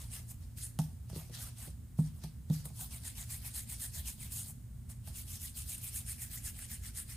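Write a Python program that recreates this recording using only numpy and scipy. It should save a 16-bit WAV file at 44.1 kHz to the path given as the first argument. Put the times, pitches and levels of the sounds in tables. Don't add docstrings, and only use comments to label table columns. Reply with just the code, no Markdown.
import sys
import numpy as np
from scipy import signal
from scipy.fft import rfft, irfft, next_fast_len
from scipy.io import wavfile

SR = 44100
rng = np.random.default_rng(int(sys.argv[2]) if len(sys.argv) > 2 else 0)


def wrap_up_sound(samples):
    columns = np.atleast_2d(samples).T
    tamed = np.clip(columns, -1, 1)
    steps = np.round(tamed * 32767).astype(np.int16)
    wavfile.write(sys.argv[1], SR, steps)


N = 315756
STEP = 64
RUN_IN = 2000

# (start [s], hold [s], flour hiss before colouring [dB], lowest pitch of the air pocket [Hz])
PALM_STROKES = [(0.121, .073, -48.4, 1700), (1.378, .109, -49.9, 1150), (1.588, .085, -50.6, 1600),
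                (2.79, .055, -43.8, 750), (2.918, .06, -49.8, 2000), (3.043, .048, -44.4, 1650),
                (3.175, .057, -46.4, 1900), (3.298, .057, -43, 1900), (3.433, .06, -46.5, 2100),
                (3.553, .048, -41.0, 1650), (3.694, .046, -44.1, 1900), (3.806, .054, -41.8, 1650),
                (3.941, .064, -45.6, 1600), (4.061, .047, -42.6, 2200), (4.199, .064, -47.8, 2000),
                (4.321, .12, -43.5, 2600), (5.154, .06, -45.8, 2100), (5.285, .085, -47, 2300),
                (5.413, .065, -43, 1900), (5.568, .06, -45.6, 2300), (5.681, .072, -45.4, 2300),
                (5.821, .08, -46.4, 2100), (5.93, .073, -45.5, 2300), (6.075, .056, -44.8, 2100),
                (6.2, .05, -44.3, 1800), (6.316, .075, -47.2, 1800), (6.45, .047, -41.3, 1600),
                (6.566, .085, -50.8, 1550), (6.704, .048, -44.6, 1700), (6.84, .045, -48.5, 1750),
                (6.959, .05, -46.6, 1750), (7.089, .058, -51.3, 1900)]
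ROLL_RISE_S, ROLL_FALL_S = .016, .025
USUAL_HISS_DB, DRAG_DB = -45, -57
# (dough [dB/dB], hollow [dB/dB], drag [dB/dB])
FOLLOW_SHARES = (.2, .4, .45)
# (time [s], dough [dB], palm hollow [dB])
GRIP = [(0, -64, -64), (2.8, -65, -66), (3.3, -68, -63), (4.3, -70, -66), (5.4, -73, -67), (6.1, -71, -64),
        (7.1, -73, -63)]
# (start [s], hold [s], rise [s per 8 dB], fall [s per 8 dB], flour hiss before colouring [dB],
#  skin drag re hiss [dB], dough re hiss [dB]); the rise and fall are those of the hiss
SHORT_SLIDES = [(0.0, .031, .012, .03, -49.2, -10.6, -17.5), (0.298, .025, .017, .017, -49, -16, -23.3),
                (0.415, .02, .02, .06, -64.5, -6, -13.5), (0.574, .089, .005, .032, -48.4, -11.3, -30),
                (0.792, .018, .002, .045, -49.5, -9, -20), (1.096, .012, .005, .017, -60.8, -5.3, -17.1),
                (1.153, .061, .03, .045, -51.5, -7, -12), (1.338, .026, .012, .03, -49.5, -2.5, -17.5),
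                (1.981, .03, .007, .05, -54.5, -13.2, -17.9), (2.045, .025, .015, .04, -60, -6, -12),
                (2.157, .034, .021, .035, -64.5, -11.7, -14.8), (2.23, .024, .012, .032, -57.4, -3, -11),
                (2.516, .062, .011, .046, -51.3, -7.5, -18.5), (2.651, .016, .006, .024, -47.4, -13.2, -15),
                (2.755, .03, .02, .02, -56, -16, -20), (4.472, .041, .027, .011, -48.9, -17.6, -24.1),
                (4.895, .03, .004, .022, -52.9, -12.2, -21.9), (5.07, .022, .018, .04, -52.7, -8.5, -17),
                (5.779, .008, .004, .012, -48, -16, -30)]
SLIDE_HOLLOW_DB = -7.5
EDGE_STEEPNESS = (.9, .8, .85, 1)
ARCH_AMOUNT = (.5, .5, .5, 1)
# (frequency [Hz], relative level [dB])
FRICTION_COLOUR = [(450, -8), (750, 0), (1100, -3), (1400, -4), (1800, -1), (2400, -1.5), (3000, -1),
                   (4000, 1), (6000, 2), (6500, -10), (7500, -4), (8900, 1), (11500, -4), (15500, -6)]
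# (dough to hollow [Hz], hollow to drag [Hz], drag to hiss [Hz])
LAYER_SPLITS = (1300, 2500, 6300)
LOWEST_RUB_HZ = 400
CUP_CLOSED_AT, CUP_DB = .62, 2.1
CUP_WIDTH_HZ, CUP_OCTAVE_S = 130, .09
CUP_LIFE_S = .045

# (time [s], boom [relative dB], low wood [relative dB], high wood [relative dB], slap [relative dB])
KNOCKS = [(0.789, -23, -49, -36, -42), (1.1, -44, -71, -55, -59), (1.13, -41, -53, -63, -63),
          (1.161, -38, -48, -57, -55), (1.297, -49, -56, -63, -66), (1.675, -45, -54, -62, -61),
          (1.988, -19, -46, -47, -67), (2.239, -36, -57, -51, -56), (2.5, -21, -46, -55, -56),
          (2.656, -45, -61, -58, -58), (2.702, -51, -66, -61, -65), (2.81, -52, -70, -55, -58),
          (4.495, -49, -75, -63, -63), (4.898, -53, -72, -65, -62), (5.074, -51, -69, -57, -55.5)]
# (frequency [Hz], relative level [dB], t60 [s])
BOOM_MODES = [(142, -17, .5), (155.5, 0, .25), (187, -12, .17), (207, -5, .07), (260, -15, .2)]
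BOOM_POLARITY = (1, 1, 1, -1, 1)
# (frequency [Hz], relative level [dB], t60 [s])
WOOD_MODES = [(330, -4, .09), (372, 0, .1), (430, -5, .08), (490, -2, .1), (545, -3, .09), (600, -4, .09),
              (655, -3, .09), (700, -3, .08), (740, -2, .09), (815, -3, .08), (870, -1, .1), (930, -4, .07),
              (1030, -6, .05), (1150, -7, .05), (1280, -7, .05), (1450, -9, .04)]

KITCHEN_T60_S, WALL_CUT_HZ, WET_DB = .65, 13000, -16
# (time [s], frequency [Hz], level before its swell [dB], t60 [s])
HOUSE_BUMP = (3.975, 74, -32, .3)
# (frequency [Hz], width [Hz], level per Hz at the peak [dB])
ROOM_RUMBLE = [(26, 7, -77), (62, 15, -65), (52, 4, -68), (84, 18, -66), (115, 14, -65), (140, 18, -74),
               (170, 22, -80), (220, 60, -80.5)]
# (frequency [Hz], level per Hz [dB])
AIR_NOISE = [(20, -94), (42, -112), (200, -95), (300, -95.5), (450, -103), (1000, -109), (1600, -109),
             (2500, -113), (5700, -113.5), (8800, -107), (12000, -113), (15500, -108)]
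# (frequency [Hz], left-right likeness [0 to 1])
STEREO_LIKENESS = [(30, .97), (130, .98), (250, .55), (600, .55), (1400, .4), (3100, .35), (6100, .15),
                   (7000, .95), (10000, .96), (15000, .7)]
BASS_LEAN_DB = -1.0
CUTOFF_HZ = 16100


def palms(grit_db, patchy_db):
    grit = .55 * drift(45) + .8 * drift(200)
    levels_db = stroke_levels() + grit_db * grit
    per_hz_db = (-27.5, -30, -35.5, -37.5)
    shared, apart = np.zeros((2, N))
    for hz, mid, side in bands(LOWEST_RUB_HZ):
        layer = np.searchsorted(LAYER_SPLITS, hz)
        colour_db = at_hz(FRICTION_COLOUR, hz) + per_hz_db[layer]
        gain = every_sample(from_db(colour_db + levels_db[layer] + patchy_db * drift(14)))
        shared += gain * mid
        apart += gain * side
    return cupped_air(levels_db[1]) + np.array([shared + apart, shared - apart])


def stroke_levels():
    power = 1e-14
    grip_s, dough_db, hollow_db = np.transpose(GRIP)
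    for start, hold, hiss_db, _ in PALM_STROKES:
        usual = np.array([np.interp(start, grip_s, dough_db), np.interp(start, grip_s, hollow_db), DRAG_DB])
        body_db = usual + np.array(FOLLOW_SHARES) * (hiss_db - USUAL_HISS_DB)
        power = power + swell(start, hold, ROLL_RISE_S, ROLL_FALL_S, [*body_db, hiss_db])
    for start, hold, rise, fall, hiss_db, drag, dough in SHORT_SLIDES:
        layers_db = hiss_db + np.array([dough, drag + SLIDE_HOLLOW_DB, drag, 0])
        power = power + swell(start, hold, rise, fall, layers_db)
    return 10 * np.log10(power)


def swell(start, hold, rise, fall, layers_db):
    s = control_time() - start
    arch = 1.5 - 5.5 * np.clip(2 * s / hold - 1, -1, 1) ** 2
    edge = -8 * np.maximum(-s, 0) / rise - 8 * np.maximum(s - hold, 0) / fall
    shape_db = np.outer(ARCH_AMOUNT, arch) + np.outer(EDGE_STEEPNESS, edge)
    return from_db(2 * (shape_db + np.array(layers_db)[:, None]))


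def cupped_air(hollow_db):
    start, hold, _, lowest_hz = np.transpose(PALM_STROKES)
    gap = control_time()[:, None] - (start + CUP_CLOSED_AT * hold)
    nearest = np.argmin(np.abs(gap), axis=1)
    away = gap[np.arange(len(gap)), nearest]
    centre = lowest_hz[nearest] * 2 ** np.minimum(np.abs(away) / CUP_OCTAVE_S, 1)
    friction = rng.standard_normal((2, N))
    mid, side = rms_one(gliding_resonance(friction, centre, CUP_WIDTH_HZ))
    gain = every_sample(from_db(hollow_db + CUP_DB - 6 * (away / CUP_LIFE_S) ** 2))
    return gain * (.85 * mid + .45 * side * [[1], [-1]])


def gliding_resonance(x, hz, width_hz):
    r = np.exp(-np.pi * width_hz / SR)
    state, out = np.zeros((2, 2)), np.zeros_like(x)
    for k in range(0, N // STEP + 1, 2):
        block = slice(k * STEP, (k + 2) * STEP)
        poles = [1, -2 * r * np.cos(2 * np.pi * hz[k] / SR), r * r]
        out[:, block], state = signal.lfilter([1, 0, -1], poles, x[:, block], zi=state)
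    return out


def bands(low_hz):
    edges = low_hz * 2 ** np.arange(0, np.log2(19000 / low_hz), 1 / 3)
    white = rng.standard_normal((2, 2, N)) * np.sqrt(SR) / 2
    for k, (low, high) in enumerate(zip(edges, edges[1:])):
        hz = np.sqrt(low * high)
        alike = np.clip(at_hz(STEREO_LIKENESS, hz), 0, 1)
        sos = signal.butter(2, [low, high], "band", fs=SR, output="sos")
        sos[0, :3] *= np.sqrt(1 + alike)
        mid, side = signal.sosfilt(sos, white[k % 2])
        yield hz, mid, side * np.sqrt((1 - alike) / (1 + alike))


def board():
    boom = soften(np.array(BOOM_POLARITY) @ rings(BOOM_MODES), .0009)
    boom = signal.sosfilt(signal.butter(2, 120, "high", fs=SR, output="sos"), boom)
    wood = soften(rings(WOOD_MODES), .0001)
    low = np.array(WOOD_MODES)[:, 0] < 620
    dying = from_db(-60 * np.arange(SR // 2) / SR / .012)
    slap_colour = signal.butter(2, [600, 13000], "band", fs=SR, output="sos")
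    out = np.zeros(N + SR)
    for s, boom_db, dull_db, bright_db, slap_db in KNOCKS:
        mode_db = np.where(low, dull_db, bright_db) - 3.5 + 3.0 * rng.standard_normal(len(low))
        strength = from_db(mode_db) * rng.choice([-1, 1], len(low))
        slap = signal.sosfilt(slap_colour, dying * rng.standard_normal(SR // 2))
        knock = from_db(boom_db + 5.5) * boom - strength @ wood + from_db(slap_db + 11.5) * slap
        first = int(s * SR)
        out[first:first + SR // 2] += knock
    return out[:N]


def rings(modes):
    hz, db, t60 = np.transpose(modes)[:, :, None]
    t = np.arange(SR // 2) / SR
    return from_db(db - 60 * t / t60) * np.sin(2 * np.pi * hz * t)


def soften(x, contact_s):
    r = np.exp(-1 / (contact_s * SR))
    return signal.lfilter([(1 - r) ** 2], [1, -2 * r, r * r], x + 1e-18)


def kitchen(x):
    t = np.arange(SR // 2) / SR
    echo = rng.standard_normal((2, len(t))) * from_db(-60 * t / KITCHEN_T60_S) * (t > .006)
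    echo = signal.sosfilt(signal.butter(1, [400, WALL_CUT_HZ], "band", fs=SR, output="sos"), echo)
    echo = echo / np.sqrt(np.sum(echo ** 2, axis=1, keepdims=True))
    return signal.oaconvolve(x[None], echo, axes=1)[:, :N]


def thud():
    s, hz, db, t60 = HOUSE_BUMP
    t = np.maximum(np.arange(N) / SR - s, 0)
    return from_db(db - 60 * t / t60) * (1 - np.exp(-t / .012)) * np.sin(2 * np.pi * hz * t)


def house():
    size = next_fast_len(N)
    hz = np.maximum(np.arange(size // 2 + 1) * SR / size, 1)
    power = from_db(2 * at_hz(AIR_NOISE, hz))
    for centre_hz, width_hz, db in ROOM_RUMBLE:
        power = power + from_db(2 * db) / (1 + (2 * (hz - centre_hz) / width_hz) ** 4)
    alike = np.clip(at_hz(STEREO_LIKENESS, hz), 0, 1)
    shaping = np.sqrt(power * SR / 2 * (1 + alike * [[1], [-1]]))
    mid, side = rfft(rng.standard_normal((2, size))) * shaping
    return irfft(np.array([mid + side, mid - side]), size)[:, :N] / np.sqrt(2)


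def from_db(db):
    return 10 ** (np.asarray(db) / 20)


def rms_one(x):
    return x / np.sqrt(np.mean(x ** 2) + 1e-20)


def at_hz(points, hz):
    point_hz, value = np.array(points).T
    return np.interp(np.log(hz), np.log(point_hz), value)


def control_time():
    return np.arange(N // STEP + 2) * STEP / SR


def every_sample(control):
    return np.interp(np.arange(N) / SR, control_time(), control)


def drift(rate):
    r = np.exp(-2 * np.pi * STEP * rate / SR)
    noise = rng.standard_normal(len(control_time()) + RUN_IN)
    return rms_one(signal.lfilter([1], [1, -2 * r, r * r], noise)[RUN_IN:])


def scene():
    lean = from_db([[BASS_LEAN_DB / 2], [-BASS_LEAN_DB / 2]])
    near = palms(grit_db=1.6, patchy_db=2.6) + board() * lean
    room = from_db(WET_DB) * kitchen(near.mean(axis=0))
    return near + room + (house() + thud()) * lean


def record(dry):
    return signal.sosfilt(signal.cheby2(16, 75, CUTOFF_HZ, fs=SR, output="sos"), dry)


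dry = scene()
out = record(dry)
wrap_up_sound(out)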